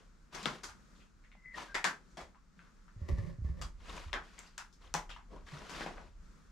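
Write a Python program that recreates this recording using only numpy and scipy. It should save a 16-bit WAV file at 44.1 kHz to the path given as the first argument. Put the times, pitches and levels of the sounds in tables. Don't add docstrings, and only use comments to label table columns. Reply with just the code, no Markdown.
import sys
import numpy as np
from scipy import signal
from scipy.fft import rfft, irfft, next_fast_len
from scipy.io import wavfile

SR = 44100
rng = np.random.default_rng(int(sys.argv[2]) if len(sys.argv) > 2 else 0)


def to_wav(s):
    ch = np.atleast_2d(s).T
    pcm = np.round(np.clip(ch, -1, 1) * 32767)
    wavfile.write(sys.argv[1], SR, pcm.astype(np.int16))


N = 287091
TIME = np.arange(N) / SR

# start_s, level_db, body_db, treble_db, snap_db (crumbling is at -6),
# pitch_hz, left_over_right_db (before a common offset)
CRACKS = [(0.345, -46, 4, 4, -22, 880, 16), (0.4574, -35, 8.5, -5, 1, 1340, 7),
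          (0.634, -48, 0, 11.5, -12, 1230, 6), (0.686, -54.5, -12, 2.5, -14, 1380, 7),
          (1.573, -47, -18, -4, -13, 1020, 9), (1.744, -32.5, -9.5, -3.5, -14, 1900, 6),
          (1.8427, -28, -4.5, 0, -3, 1615, 7.5), (2.1704, -48, 6, 0, -14, 740, 3),
          (2.205, -52.5, -5, 0, -18, 566, 11), (3.614, -47.5, -2, 7.5, -7, 1170, 6),
          (4.017, -62, -18, -17, 5, 2140, 10), (4.13, -40.5, 1, -7, 1, 1100, 5),
          (4.138, -36, -3.5, -27, -4, 1560, 0), (4.38, -54, -9, -3, -10, 2130, 7),
          (4.5787, -46, -26, 4.5, -5.5, 1430, 1), (4.941, -35, -3.5, -4, -3.5, 884, 3.5),
          (5.093, -50, -4.5, -3, -13.5, 2900, 10), (5.163, -54, -23, -11, -1.5, 960, 4),
          (5.695, -51, 7.5, 6.5, -7, 1550, 7), (5.808, -44, 9, -10, 1, 1580, 2),
          (5.8619, -43, 5, -8, 0.5, 750, 1), (5.972, -51.5, 4, -18, -11, 620, 7)]
# frequency_hz, level_db (per Hz)
CRACK_COLOUR = [(60, -27.5), (110, -15.5), (160, -4), (300, -5), (520, -3.5), (850, -1.5), (1950, -3.5),
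                (2600, -7.5), (4200, -11), (5000, -9.5), (7300, -14.5), (9200, -23), (12500, -32),
                (16000, -51)]
BODY_FULL_HZ, BODY_FROM_HZ = 380, 770
TREBLE_FROM_HZ, TREBLE_FULL_HZ = 2150, 6200

# start_s, level_db, snap_db (crumbling is at -6), pitch_hz,
# left_over_right_db (before a common offset)
CHIPS = [(0.43, -45, 3, 4200, 7), (0.457, -38.5, 3.5, 3340, 6), (0.953, -70, -5, 3700, 5),
         (1.002, -66.5, -11, 2640, 5), (1.239, -66, -8, 1900, -1), (1.317, -64.5, -5, 2100, 4),
         (1.352, -72, 6, 726, -10), (2.105, -74.5, -8, 5900, -6), (2.347, -64, -5.5, 1110, 5),
         (2.592, -61, -1.5, 1510, 3), (2.634, -71, -8, 1250, -6), (2.667, -66.5, -6, 1300, 1),
         (2.881, -64.5, -6, 1350, 13.5), (3.914, -68, -2, 5900, 8), (4.131, -41.5, -2, 3230, 11),
         (4.391, -53.5, 5, 6570, 5), (4.467, -64, -12, 4800, -11.5), (4.58, -48.5, 8, 6140, 16),
         (4.727, -64.5, -6, 5200, 6), (4.94, -35.5, 5.5, 5930, 4), (5.105, -50, -2, 2760, 2)]
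# frequency_hz, level_db
CHIP_TOP = [(7500, -0.5), (9500, -6), (16000, -8)]
CHIP_HALF_WIDTH_OCT, CHIP_SKIRT_DB_PER_OCT = 0.17, 15

# nominal frequency_hz, level_db, t60_s
BOARDS = [(383, -4.5, 0.067), (1033, -4, 0.059), (1446, -8.5, 0.051), (2120, -9.5, 0.024), (3400, -6, .015)]
# frequency_hz, t60_s
ROOM_T60 = [(150, 0.39), (500, 0.24), (1400, 0.24), (3500, 0.18), (7000, .22), (14000, 0.22)]
# frequency_hz, side_over_mid_db
ROOM_WIDTH = [(300, -14), (750, -7), (1900, -4), (4700, -5), (12000, -2.5)]

# start_s, rise_s, hold_s, level_db, dullness_db (more weight, less hiss)
SCUFFS = [(-0.03, 0.015, 0.012, -65, 3), (0.315, 0.026, 0.14, -53, -2), (0.49, 0.024, .03, -55.5, 2),
          (1.528, 0.055, 0.041, -50, 0), (2.55, 0.046, 0.055, -73, 1), (3.781, 0.16, 0.036, -51.5, 0),
          (3.98, 0.041, 0.026, -67, -5.5), (4.22, 0.017, .24, -67, -3), (4.799, 0.026, 0.043, -65, 0),
          (5.275, .07, 0.021, -55.5, 12), (5.45, 0.032, 0.023, -67.5, -9), (5.50, 0.047, .11, -54.5, 2.5),
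          (5.66, 0.11, 0.057, -48, -0.5), (5.86, .03, .04, -57.5, 10), (5.96, 0.059, 0.049, -68, 2.5)]
# frequency_hz, level_db (per Hz)
GRIT_COLOUR = [(59, 11), (100, -16.5), (162, 2.5), (248, -3), (370, 0.5), (457, 0), (879, -10), (956, -3),
               (1290, -1), (3180, -5), (3610, -6.5), (4660, -8), (6950, -13.5), (12000, -27.5),
               (15500, -39.5)]
STROKE_RISE_DB, SCUFF_RELEASE_DB_PER_S = 26, 165

# start_s, rise_s, hold_s, level_db, pitch_hz (at the start, before jitter)
SQUEAKS = [(1.35, .04, 0.034, -68, 2090), (1.423, 0.038, 0.067, -52.5, 2035),
           (1.535, 0.014, 0.011, -48, 1890), (1.665, 0.035, 0.05, -55.5, 1610)]
SQUEAK_SAG_HZ_PER_S, SQUEAK_RELEASE_DB_PER_S = 450, 606

# start_s, level_db, pitch_hz
FOOTFALLS = [(0.425, -45.5, 199), (0.462, -39, 143.7), (1.846, -44.5, 188), (2.172, -56.5, 155),
             (2.57, -57, 182), (4.945, -39, 164), (5.525, -39.5, 147)]
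# start_s, level_db, pitch_hz
BUMPS = [(0.683, -51, 73.4), (2.225, -51, 70), (2.963, -42, 105), (3.017, -30, 79.6), (3.099, -25.5, 77.7),
         (3.122, -22.5, 56), (3.182, -27.5, 98), (3.234, -36, 87.5), (3.386, -34, 103.3), (3.42, -29, 63),
         (3.448, -24.5, 67), (3.497, -27.5, 69.3), (3.603, -33, 52.3), (3.647, -37.5, 69.3),
         (4.062, -38, 76)]

# start_s, level_db
KNOCKS = [(3.089, -36), (3.095, -42), (3.185, -45), (3.49, -54)]
# start_s, rise_s, hold_s, level_db
GRIP = [(2.952, 0.078, .06, -61.5), (3.08, .008, 0.0068, -47), (3.142, 0.048, 0.11, -55),
        (3.43, 0.023, 0.048, -58), (3.539, 0.048, 0.022, -57.5)]
GRIP_RELEASE_DB_PER_S = 192
# frequency_hz, level_db, t60_s, left_over_right (ratio; negative is antiphase)
HOUSING_MODES = [(110, -2.5, 0.066, 4.6), (171, 11, 0.12, -0.05), (355, -1.5, 0.047, 0.6),
                 (556, 1.5, 0.063, 0), (1132, -3.5, 0.017, 0.8), (1730, -11.5, 0.075, 0.64),
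                 (1900, -7, 0.0068, 4), (3600, 4, 0.0009, 1.9), (5200, 2.5, 0.00065, 2.5)]

# start_s, rise_s, hold_s, level_db
SWINGS = [(2.91, 0.15, 1.09, -49.5), (4.72, 0.25, 1.23, -56)]
REST_RUMBLE_DB, SWING_RELEASE_DB_PER_S = -61, 83
# frequency_hz, level_db (per Hz)
RUMBLE_COLOUR = [(18, -1), (28, 8), (42, 6.5), (60, -3.5), (80, -8.5), (110, -22.5), (170, -36.5),
                 (300, -77)]
# frequency_hz, level_db (per Hz)
AIR_COLOUR = [(60, -18), (110, -7), (190, 0), (300, -11.5), (450, -16), (750, -22.5), (1000, -18.5),
              (1350, -13.5), (1900, -21.5), (3000, -29), (4500, -27), (7000, -27), (9500, -39),
              (15500, -50.5)]
AIR_DB = -66.5
CUTOFF_HZ = 15600


def cracks(gain_db):
    out = np.zeros((2, N))
    for s, db, body_db, treble_db, snap_db, hz, left_db in CRACKS:
        piece = fragment(hz, snap_db, left_db, snap_t60=0.018, crumble_t60=0.062,
                         ring_db=6.5, ring_t60=0.0086, own_db=0.5)
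        shelves = [(BODY_FULL_HZ, body_db), (BODY_FROM_HZ, 0),
                   (TREBLE_FROM_HZ, 0), (TREBLE_FULL_HZ, treble_db)]
        spectrum = [(f, base + at_hz(shelves, f)) for f, base in CRACK_COLOUR]
        add(out, s, from_db(db + gain_db) * colour(piece, spectrum))
    return out


def chips(gain_db):
    out = np.zeros((2, N))
    grid_hz = np.geomspace(60, 16000, num=32)
    for s, db, snap_db, hz, left_db in CHIPS:
        piece = fragment(hz, snap_db, left_db, snap_t60=0.0038, crumble_t60=0.058,
                         ring_db=2.0, ring_t60=0.01, own_db=5.0)
        octaves_off = np.maximum(np.abs(np.log2(grid_hz / hz)) - CHIP_HALF_WIDTH_OCT, 0)
        level_db = at_hz(CHIP_TOP, grid_hz) - CHIP_SKIRT_DB_PER_OCT * octaves_off
        spectrum = np.column_stack([grid_hz, level_db])
        add(out, s, from_db(db + gain_db) / np.sqrt(hz) * colour(piece, spectrum))
    return out


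def fragment(hz, snap_db, left_db, snap_t60, crumble_t60, ring_db, ring_t60, own_db):
    t = np.arange(2 * SR // 5) / SR
    snap = from_db(snap_db) * unit_energy(rng.standard_normal(len(t)) * fade(t, snap_t60))
    crumble_shape = fade(t, crumble_t60) * (1 - np.exp(-t / .002))
    crumble = from_db(-6) * unit_energy(grains(len(t), 9000, 4.5) * crumble_shape)
    direct = (snap + crumble) * pan(left_db + 2.0)
    force = direct + room(t, wet_db=1.5, wall_db=-6.0, wall_s=0.0097, side_db=-9.0)
    force = force / np.linalg.norm(force)
    modes = [(mode_hz * rng.uniform(0.94, 1.023), db, t60) for mode_hz, db, t60 in BOARDS]
    modes += [(hz, ring_db, ring_t60)]
    modes += [(mode_hz, own_db, 170 / mode_hz) for mode_hz in 700 * 11 ** rng.random(size=7)]
    return force + sum(from_db(db) * resonance(force, mode_hz, t60) for mode_hz, db, t60 in modes)


def room(t, wet_db, wall_db, wall_s, side_db):
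    edges = np.geomspace(70, 19000, num=7)
    tail = 0
    for low, high in zip(edges, edges[1:]):
        centre_hz = np.sqrt(low * high)
        noise = stereo_noise(len(t), at_hz(ROOM_WIDTH, centre_hz))
        tail = tail + band(noise, low, high) * fade(t, at_hz(ROOM_T60, centre_hz))
    tail = unit_energy(tail * (1 - np.exp(-t / 0.01))) * pan(1.4)
    wall = stereo_noise(len(t), side_db) * np.exp(-((t - wall_s) / 0.00097) ** 2)
    return from_db(wet_db) * tail + from_db(wall_db) * unit_energy(wall)


def scuffs(weight_db, scrape_db, hiss_db, diffuse_db, crumbs_db, judder_db):
    crushed = grains(N, 4500, 3.6) + from_db(crumbs_db) * crumbs(count=22)
    crushed = crushed * from_db(judder_db * drift(100))
    diffuse = from_db(diffuse_db) * rms_one(stereo_noise(N, -5.0)) * pan(0.5)
    grit = colour(rms_one(crushed) * pan(4.4) + diffuse, GRIT_COLOUR)
    weight = from_db(weight_db) * rms_one(band(grit, 86, 394))
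    scrape = from_db(scrape_db) * rms_one(band(grit, 570, 1055))
    hiss = from_db(hiss_db) * rms_one(band(grit, 1100, 14700))
    out = np.zeros((2, N))
    for s, rise_s, hold_s, db, dull_db in SCUFFS:
        mix = weight * from_db(dull_db / 2) - scrape + hiss * from_db(-dull_db)
        out += stroke(s, rise_s, hold_s, db, SCUFF_RELEASE_DB_PER_S) * mix
    return out


def crumbs(count):
    total = np.zeros(N)
    for hz in np.geomspace(450, 7000, count):
        bursts = grains(N, 70, 3.5)
        total += rms_one(resonance(bursts, hz, 40 / hz)) * np.sqrt(hz)
    return rms_one(total)


def squeaks(jitter, flutter_db):
    out = np.zeros(N)
    for s, rise_s, hold_s, db, hz in SQUEAKS:
        pitch_hz = (hz - SQUEAK_SAG_HZ_PER_S * (TIME - s)) * (1 + jitter * drift(900))
        gain = stroke(s, rise_s, hold_s, db, SQUEAK_RELEASE_DB_PER_S) * from_db(flutter_db * drift(250))
        out += gain * np.sin(2 * np.pi * np.cumsum(pitch_hz) / SR)
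    return out * pan(4.0)


def thuds(rows, gain_db, rise_s, t60):
    out = np.zeros(N)
    for s, db, hz in rows:
        t = np.maximum(TIME - s, 0)
        envelope = (1 - np.exp(-t / rise_s)) * fade(t, t60)
        out += from_db(db + gain_db) * envelope * np.sin(2 * np.pi * hz * t)
    return out


def housing(knock_db, rub_db):
    rubbing = sum(stroke(*rub, GRIP_RELEASE_DB_PER_S) for rub in GRIP)
    force = grains(N, 2500, 1.2) * rubbing * from_db(rub_db)
    for s, db in KNOCKS:
        force[round(s * SR)] += from_db(db + knock_db)
    out = np.zeros((2, N))
    for k, (hz, db, t60, left) in enumerate(HOUSING_MODES):
        polarity = (-1) ** k
        out += polarity * from_db(db) * ring(force, hz, t60) * [[left], [1]]
    return out


def background(rumble_db, waver_db, lumpy_db):
    motion = from_db(REST_RUMBLE_DB) + sum(stroke(*swing, SWING_RELEASE_DB_PER_S) for swing in SWINGS)
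    rumble = rms_one(colour(stereo_noise(N, -13.0), RUMBLE_COLOUR)) * motion * from_db(lumpy_db * drift(16))
    air = rms_one(colour(stereo_noise(N, -3.5), AIR_COLOUR)) * from_db(waver_db * drift(8))
    return from_db(rumble_db) * rumble + from_db(AIR_DB) * air * pan(2.5)


def stroke(start, rise_s, hold_s, db, release_db_per_s):
    to_go = np.maximum(start + rise_s - TIME, 0) / max(rise_s, 1e-3)
    past = np.maximum(TIME - start - rise_s - hold_s, 0)
    level_db = db - STROKE_RISE_DB * to_go ** 2 - release_db_per_s * past
    return from_db(np.maximum(level_db, -200))


def grains(size, per_s, spread_db):
    strength = from_db(spread_db * np.minimum(rng.exponential(1, size), 4))
    strength = strength * rng.choice([-1, 1], size)
    return rms_one(strength * (rng.random(size) < per_s / SR))


def stereo_noise(size, side_db):
    mid, side = rng.standard_normal((2, size))
    return mid + from_db(side_db) * side * [[1], [-1]]


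def drift(per_s):
    knots = rng.standard_normal(4096)
    return rms_one(np.interp(TIME * per_s, np.arange(len(knots)), knots))


def ring(x, hz, t60):
    r, w = from_db(-60 / (t60 * SR)), 2 * np.pi * hz / SR
    return signal.lfilter([0, np.sin(w)], [1, -2 * r * np.cos(w), r * r], x + 1e-18)


def resonance(x, hz, t60):
    r = from_db(-60 / (t60 * SR))
    numerator = np.array([1, 0, -1]) * (1 - r * r) / 2
    return signal.lfilter(numerator, [1, -2 * r * np.cos(2 * np.pi * hz / SR), r * r], x + 1e-18)


def colour(x, points):
    size = 2 * next_fast_len(x.shape[-1] // 2 + 2048)
    cepstrum = irfft(np.log(from_db(at_hz(points, np.fft.rfftfreq(size, 1 / SR)))))
    cepstrum[1:size // 2] *= 2
    cepstrum[size // 2 + 1:] = 0
    return irfft(rfft(x, size) * np.exp(rfft(cepstrum)))[..., :x.shape[-1]]


def band(x, low, high):
    sos = signal.butter(2, [low, min(high, .45 * SR)], "band", fs=SR, output="sos")
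    return signal.sosfilt(sos, x + 1e-18)


def fade(t, t60):
    return np.exp(-np.log(1000) * t / t60)


def at_hz(points, hz):
    known, values = np.transpose(points)
    return np.interp(np.log(np.maximum(hz, 1)), np.log(known), values)


def pan(db):
    return from_db(np.array([[db], [-db]]) / 2)


def from_db(db):
    return 10 ** (np.asarray(db) / 20)


def rms_one(x):
    return x / np.sqrt(np.mean(x ** 2) + 1e-20)


def unit_energy(x):
    return x / np.sqrt(np.sum(x ** 2, axis=-1, keepdims=True) + 1e-20)


def add(out, s, sound):
    start = round(s * SR)
    out[:, start:start + sound.shape[1]] += sound[:, :N - start]


def scene():
    debris = cracks(gain_db=43) + chips(gain_db=75.5)
    grinding = scuffs(weight_db=-5.0, scrape_db=-5.0, hiss_db=-0.8,
                      diffuse_db=3.0, crumbs_db=-2.5, judder_db=2.5)
    shoes = grinding + squeaks(jitter=0.0217, flutter_db=3.5)
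    floor = thuds(FOOTFALLS, gain_db=4.5, rise_s=0.0086, t60=0.18)
    bumps = thuds(BUMPS, gain_db=0.0, rise_s=0.00072, t60=0.18) * pan(-2.2)
    hand = bumps + housing(knock_db=-3.5, rub_db=-22.5)
    return debris + shoes + floor + hand + background(rumble_db=0.0, waver_db=1.75, lumpy_db=-0.5)


def record(dry):
    dry = signal.sosfilt(signal.butter(2, 26, "high", fs=SR, output="sos"), dry)
    return signal.sosfilt(signal.ellip(10, .1, 80, CUTOFF_HZ, fs=SR, output="sos"), dry)


dry = scene()
out = record(dry)
to_wav(out)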